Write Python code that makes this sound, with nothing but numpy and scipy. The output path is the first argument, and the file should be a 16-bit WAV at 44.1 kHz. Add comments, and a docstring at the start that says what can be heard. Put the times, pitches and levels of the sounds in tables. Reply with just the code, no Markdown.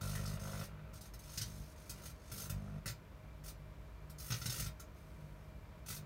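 """Sizzle and a low, raspy buzz over a humming microwave oven: metal and light bulbs are arcing inside.
The magnetron fires once in every mains cycle, so held arcs spit and plasma flames buzz on that beat.
Flash-overs snap across the top, each with a thump through the door. Snaps, sizzle and rasp ring in
the steel cooking chamber; the transformer's hum and the cooling fan are the bed under it all."""
import sys
import numpy as np
from scipy import signal
from scipy.fft import rfft, irfft, next_fast_len
from scipy.io import wavfile
from scipy.ndimage import uniform_filter1d

SR = 44100
rng = np.random.default_rng(int(sys.argv[2]) if len(sys.argv) > 2 else 0)


def transcribe(signal):
    """Save signal, clipped to [-1, 1], as a 16-bit WAV file at the path in sys.argv[1]."""
    frames = np.atleast_2d(signal).T
    limited = np.clip(frames, -1, 1)
    pcm = np.round(limited * 32767).astype(np.int16)
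    wavfile.write(sys.argv[1], SR, pcm)


N = 266849
TIME = np.arange(N) / SR
MAINS_HZ, FIRST_FIRING_S = 49.9, 0.009

# held arcs, levels relative: start/s, end/s, first level/dB, last level/dB, top-treble trim/dB
ARC_CUES = [(-.02, 0.245, -42.5, -52, -4), (0.271, 0.355, -44.5, -52.5, -5),
            (0.391, 0.651, -51.5, -48.5, -3), (0.929, 0.973, -53.5, -54.5, -3), (1.03, 1.07, -58, -55, -3),
            (1.215, 1.359, -55.5, -50, -4), (1.443, 1.731, -53, -63, -3), (1.757, 2.01, -60.5, -57, -4),
            (2.014, 2.104, -54.5, -54.5, -1), (2.113, 2.326, -73.5, -54, -8),
            (2.306, 2.368, -52, -49.5, 2.5), (2.37, 2.459, -41.5, -49.5, 1),
            (2.48, 2.785, -63.5, -71.5, -9), (3.436, 3.495, -52.5, -47.5, 0), (4.18, 4.49, -49, -52, 3),
            (4.502, 4.658, -38.5, -45.5, -2.5), (4.94, 5.5, -69.5, -79, -0.5),
            (5.867, 5.969, -40.5, -48, 1)]
# bright tone of a spark, for sizzle and snaps alike: f/Hz, relative level/dB
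SPARK_EQ = [(200, -19.5), (450, -6), (900, -12), (1400, -4.5), (1680, -8), (2300, -6.5), (3400, -3),
            (4500, 0.5), (6400, 1.5), (7400, -3.5), (9500, 2.5), (10300, -3.5), (12500, -0.5), (15800, -3)]
# plasma flames, levels relative: start/s, end/s, buzz/dB, overtones against the buzz/dB, rasp/dB
FLAME_CUES = [(-.02, .37, -41.5, -5, -51), (0.393, 0.624, -49, 1.5, -48.5), (0.657, 0.92, -66, 2, -60.5),
              (1.445, 1.61, -50, -3.5, -74), (1.88, 2.05, -62, 0, -60.5), (2.305, 2.463, -54.5, 1.5, -61),
              (2.478, 2.565, -41.5, -9, -56), (2.562, 2.777, -48, 2.5, -60.5), (4.45, 4.49, -43, -14, -69),
              (4.562, 4.698, -45.5, -10, -80), (5.87, 6.05, -58, 1.5, -72)]
# midrange tone of a flame's rasp: f/Hz, relative level/dB
RASP_EQ = [(150, 9), (300, -9), (560, 4.5), (850, -5.5), (1150, -3.5), (1400, -4.5), (1700, -12.5),
           (2500, -12.5), (4000, -19.5), (9000, -55)]
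# bass-heavy tone of one swell of plasma: f/Hz, relative level/dB
BUZZ_EQ = [(25, -34.5), (50, 4.5), (100, 4), (150, 3), (200, -0.5), (250, -10.5), (320, -41.5),
           (400, -17.5), (460, -20), (580, -21.5), (700, -18), (830, -29.5), (1400, -36), (2500, -55)]
# transformer hum: multiple of the mains frequency, level/dB
HUM_HARMONICS = [(1, -65.5), (2, -64), (3, -66.5), (4, -70.5), (6, -75.5), (8, -92), (11, -82.5),
                 (14, -80.5)]
# rush of the fan's air: f/Hz, relative level/dB
AIR_EQ = [(20, -16), (53, 1.5), (110, -8.5), (150, -9.5), (222, -16), (300, -18), (560, -19.5),
          (720, -25.5), (1050, -22.5), (1600, -26.5), (2500, -32.5), (5000, -40), (10300, -47),
          (12800, -43), (16000, -47.5)]
# wavering tones of the fan and its duct: f/Hz, width/Hz, level/dB
DUCT_TONES = [(58.5, 12, -58.5), (151.9, 5.1, -61), (624.8, 16, -70.5), (961, 9.3, -78.5), (2120, 52, -84),
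              (2350, 33, -79)]
# standing waves of the chamber: f/Hz, width/Hz, peak against the diffuse echoes/dB
CHAMBER_MODES = [(396, 38, 0), (569, 59, 4), (1319, 18, 9), (1365, 20, 14), (1485, 20.5, 9.5),
                 (1770, 13, 3), (1873, 8.1, 13), (1984, 11, 13), (2132, 11, 7), (2522, 12, 12),
                 (2813, 9.8, 7), (3572, 35, 9), (4170, 21, -9), (4470, 48, -0.5), (4660, 37, -7.5),
                 (5300, 37, 2.5), (6367, 43, 6), (7950, 63, -4)]
# flash-overs, levels relative: t/s, level/dB, body trim/dB, fizz trim/dB
SNAP_CUES = [(0.1518, -45, 7.5, -1.5), (0.2558, -42.5, -16, -11), (.9338, -63, -2, -3),
             (1.0093, -51.5, -9, -3), (1.1365, -54, 0, -3.5), (1.191, -56, -11, -2.5),
             (1.3745, -32.5, -8.5, -12), (1.4126, -34, -9, -11), (1.8947, -42, -12, -3),
             (2.0555, -46.5, 0.5, -4.5), (2.3159, -47, 4.5, -2), (2.4963, -42.5, -1.5, 0),
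             (2.8583, -40, 4, -5), (2.8767, -38, -3, -11), (2.8968, -48, 5.5, -4), (4.097, -54, -4, -1.5),
             (4.3033, -38.5, 5, -9), (4.3195, -35, 1.5, -19), (4.3389, -41, 2.5, -23),
             (4.4153, -40, -2.5, -15), (4.4571, -35, -3, -9.5), (4.4966, -36, -7, -7),
             (4.596, -37, -4, -2.5), (4.661, -42.5, -0.5, -6.5), (4.7972, -50.5, 0, -3),
             (5.861, -51.5, -1, -3), (5.9015, -40.5, -4.5, -10)]
# low modes of the door and casing: f/Hz, relative level/dB, t60/s
CASING_MODES = [(121.8, -7.5, 0.23), (140, -4.5, 0.092), (180, -17, 0.082)]


def gain_of(db):
    """Decibels to amplitude."""
    return 10 ** (np.asarray(db) / 20)


def unit_rms(x):
    """Scales to rms 1."""
    return x / np.sqrt(np.mean(x ** 2) + 1e-20)


def curve_at(points, hz):
    """Reads a curve whose points are joined on a log-frequency axis."""
    f, value = np.transpose(points)
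    return np.interp(np.log(hz + 1), np.log(f + 1), value)


def add(mix, s, sound):
    """Mixes a sound in at time s."""
    part = mix[max(round(s * SR), 0):][:len(sound)]
    part += sound[:len(part)]


def ring(x, response):
    """Passes x through an impulse response."""
    return signal.fftconvolve(x, response)[:len(x)]


def equalise(x, points, size=8192):
    """Colours x with an EQ curve of energy 1; minimum phase keeps the attacks sharp."""
    log_gain = np.log(gain_of(curve_at(points, abs(np.fft.fftfreq(size, 1 / SR)))))
    response = np.fft.ifft(np.exp(np.conj(signal.hilbert(log_gain)))).real[:size // 2]
    return ring(x, response / np.linalg.norm(response))


def noise(shape):
    """Noise of rms 1 whose amplitude spectrum follows shape(Hz)."""
    size = next_fast_len(N)
    spectrum = rfft(rng.standard_normal(size)) * shape(np.fft.rfftfreq(size, 1 / SR))
    return unit_rms(irfft(spectrum, size)[:N])


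def magnetron_gate(duty, uneven_db):
    """The magnetron's power: on for part of each mains cycle, each time a little different."""
    cycles = (TIME - FIRST_FIRING_S) * MAINS_HZ + 1
    size = gain_of(uneven_db * rng.standard_normal(int(cycles[-1]) + 1))
    arch = np.sin(np.pi * np.minimum(cycles % 1 / duty, 1)).clip(0)
    return unit_rms(np.sqrt(arch) * size[cycles.astype(int)])


def magnetron_clicks(lag_s, uneven_db, jitter_s):
    """One click on each firing of the magnetron, loose in level and timing."""
    times = np.arange(FIRST_FIRING_S + lag_s, TIME[-1] - 0.002, 1 / MAINS_HZ)
    size, shift = rng.standard_normal((2, len(times)))
    samples = ((times + jitter_s * shift) * SR).astype(int)
    clicks = np.zeros(N)
    clicks[np.clip(samples, 0, N - 1)] = gain_of(uneven_db * size)
    return unit_rms(clicks)


def burn_envelope(start, end, rise_s, die_s):
    """A discharge catches, holds until its end, then dies away."""
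    return np.clip((TIME - start) / rise_s, 0, 1) * np.exp(-np.maximum(TIME - end, 0) / die_s)


def arc_sizzle(sparks_per_s=6000, spread_db=3.5, trim_db=-3, top_hz=9500):
    """A held arc spits tiny sparks of many sizes whenever the magnetron is on."""
    size = gain_of(spread_db * np.minimum(rng.exponential(1, N), 4)) * rng.choice([-1, 1], N)
    sparks = unit_rms(size * (rng.random(N) < sparks_per_s / SR))
    sparks *= magnetron_gate(duty=0.52, uneven_db=0.8)
    top = signal.filtfilt(*signal.butter(2, top_hz, "high", fs=SR), sparks)
    body_fader, top_fader = np.zeros((2, N))
    for start, end, first_db, last_db, top_db in ARC_CUES:
        ramp = gain_of(np.interp(TIME, [start, end], [first_db, last_db]))
        arc = ramp * burn_envelope(start, end, rise_s=0.0043, die_s=0.0055)
        body_fader = np.maximum(body_fader, arc)
        top_fader = np.maximum(top_fader, arc * gain_of(top_db))
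    return gain_of(trim_db) * equalise((sparks - top) * body_fader + top * top_fader, SPARK_EQ)


def flame_faders(sag_db_per_s=3):
    """Faders for buzz, overtones and rasp: each flame flares up and sinks slowly while it burns."""
    faders = np.zeros((3, N))
    for start, end, buzz_db, overtone_db, rasp_db in FLAME_CUES:
        sag_db = sag_db_per_s * (np.clip(TIME, start, end) - (start + end) / 2)
        flare = burn_envelope(start, end, rise_s=0.018, die_s=0.015) * gain_of(-sag_db)
        faders = np.maximum(faders, gain_of([[buzz_db], [buzz_db + overtone_db], [rasp_db]]) * flare)
    return faders


def flame_buzz(buzz_fader, overtone_fader, crossover_hz=175):
    """The plasma swells and collapses once a cycle: a low buzz, soft or hard from flame to flame."""
    swells = -magnetron_clicks(lag_s=0.008, uneven_db=2.1, jitter_s=0.00003)
    lows = signal.sosfiltfilt(signal.butter(4, crossover_hz, fs=SR, output="sos"), swells)
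    return equalise(lows * buzz_fader + (swells - lows) * overtone_fader, BUZZ_EQ)


def flame_rasp(fader, strike_db=-2, puff_db=-8):
    """The plasma strikes anew on every firing and tears at the air in a short puff."""
    strikes = gain_of(strike_db) * magnetron_clicks(lag_s=0.002825, uneven_db=3.5, jitter_s=0.00007)
    puffs = gain_of(puff_db) * rng.standard_normal(N) * magnetron_gate(duty=0.395, uneven_db=2)
    return equalise((strikes + puffs) * fader, RASP_EQ)


def transformer_hum(waver=0.095, waver_hz=6):
    """The transformer drones on harmonics of the mains, its level wavering slightly."""
    hum = sum(gain_of(db) * unit_rms(np.sin(2 * np.pi * (multiple * MAINS_HZ * TIME + rng.random())))
              for multiple, db in HUM_HARMONICS)
    return hum * (1 + waver * noise(lambda f: 1 / (1 + (f / waver_hz) ** 2)))


def cooling_fan(air_db=-56):
    """Rushing air, with narrow bands of noise for the tones of the fan and its duct."""
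    air = gain_of(air_db) * noise(lambda f: gain_of(curve_at(AIR_EQ, f)))
    tones = sum(gain_of(db) * noise(lambda f: 1 / (1 + ((f - hz) / width) ** 2))
                for hz, width, db in DUCT_TONES)
    return air + tones


def steel_chamber(t60_low_s=0.22, t60_high_s=0.12, direct=0.12, build_s=0.0014):
    """The chamber's reverb: dense echoes between steel walls, with standing waves poking out."""
    t = np.arange(SR // 3) / SR
    hz, when, echoes = signal.stft(rng.choice([-1., 1.], len(t)), SR, nperseg=256)
    t60 = curve_at([(1000, t60_low_s), (10000, t60_high_s)], hz)[:, None]
    tail = signal.istft(echoes * gain_of(-60 * when / t60), SR, nperseg=256)[1][:len(t)]
    tail *= 1 - np.exp(-t / build_s)
    tail /= np.linalg.norm(tail)
    tail[0] += direct
    # the diffuse echoes ring in many fine lines but share their energy evenly over wider bands
    band_db = 10 * np.log10(uniform_filter1d(abs(rfft(tail)) ** 2, size=70))
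    tail = equalise(tail, np.column_stack([np.fft.rfftfreq(len(t), 1 / SR), -band_db]))
    tail /= np.linalg.norm(tail)
    for mode_hz, width, db in CHAMBER_MODES:
        damping = np.pi * width
        tail += gain_of(db) * 2 * damping / SR * np.exp(-damping * t) * np.cos(2 * np.pi * mode_hz * t)
    return tail / np.linalg.norm(tail)


def flashover_snaps(trim_db=5, burn_s=0.0053, crack=1.04, lift_db=3):
    """Each flash-over is a crack followed by a few milliseconds of spitting discharge."""
    snaps, t = np.zeros(N), np.arange(2048) / SR
    hz = np.fft.rfftfreq(len(t), 1 / SR)
    for s, db, body_db, fizz_db in SNAP_CUES:
        burst = rng.standard_normal(len(t)) * np.exp(-(t / burn_s) ** 2)
        burst[0] += crack
        colour = [(1800, body_db + lift_db), (4000, 0), (6300, 0), (10000, fizz_db + lift_db)]
        makeup = np.sqrt(np.mean(gain_of(curve_at(colour, hz)) ** 2))  # more body or fizz plays louder
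        add(snaps, s, gain_of(db + trim_db) * makeup * equalise(burst, colour))
    return equalise(snaps, SPARK_EQ)


def casing_thumps(trim_db=5, rise_s=0.0032, thump_per_body=0.52):
    """Air heated by a flash-over pushes on door and casing; a snap with more body heats more air."""
    thumps, t = np.zeros(N), np.arange(SR // 4) / SR
    for s, snap_db, body_db, _ in SNAP_CUES:
        detunes = 1 + 0.046 * rng.standard_normal(len(CASING_MODES))
        modes = sum(gain_of(db - 60 * t / t60) * np.sin(2 * np.pi * hz * detune * t)
                    for (hz, db, t60), detune in zip(CASING_MODES, detunes))
        push = gain_of(snap_db + thump_per_body * body_db + trim_db)
        add(thumps, s, push * modes * (1 - np.exp(-t / rise_s)) / abs(modes).max())
    return thumps


def scene():
    """The arcs ring in the chamber; their low push comes straight through the door."""
    buzz_fader, overtone_fader, rasp_fader = flame_faders()
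    arcs = ring(flashover_snaps() + arc_sizzle() + flame_rasp(rasp_fader), steel_chamber())
    low_end = casing_thumps() + flame_buzz(buzz_fader, overtone_fader)
    bed = transformer_hum() + cooling_fan()
    return (arcs + low_end + bed)[None]


def record(dry, low_cut_hz=36, high_cut_hz=15850):
    """A small microphone loses the deepest bass; a steep high cut takes off the very top."""
    thin = signal.sosfilt(signal.butter(4, low_cut_hz, "high", fs=SR, output="sos"), dry)
    high_cut = signal.firwin(511, high_cut_hz, window=("kaiser", 9), fs=SR)
    return signal.oaconvolve(thin, high_cut[None], "same")


dry = scene()
out = record(dry)
transcribe(out)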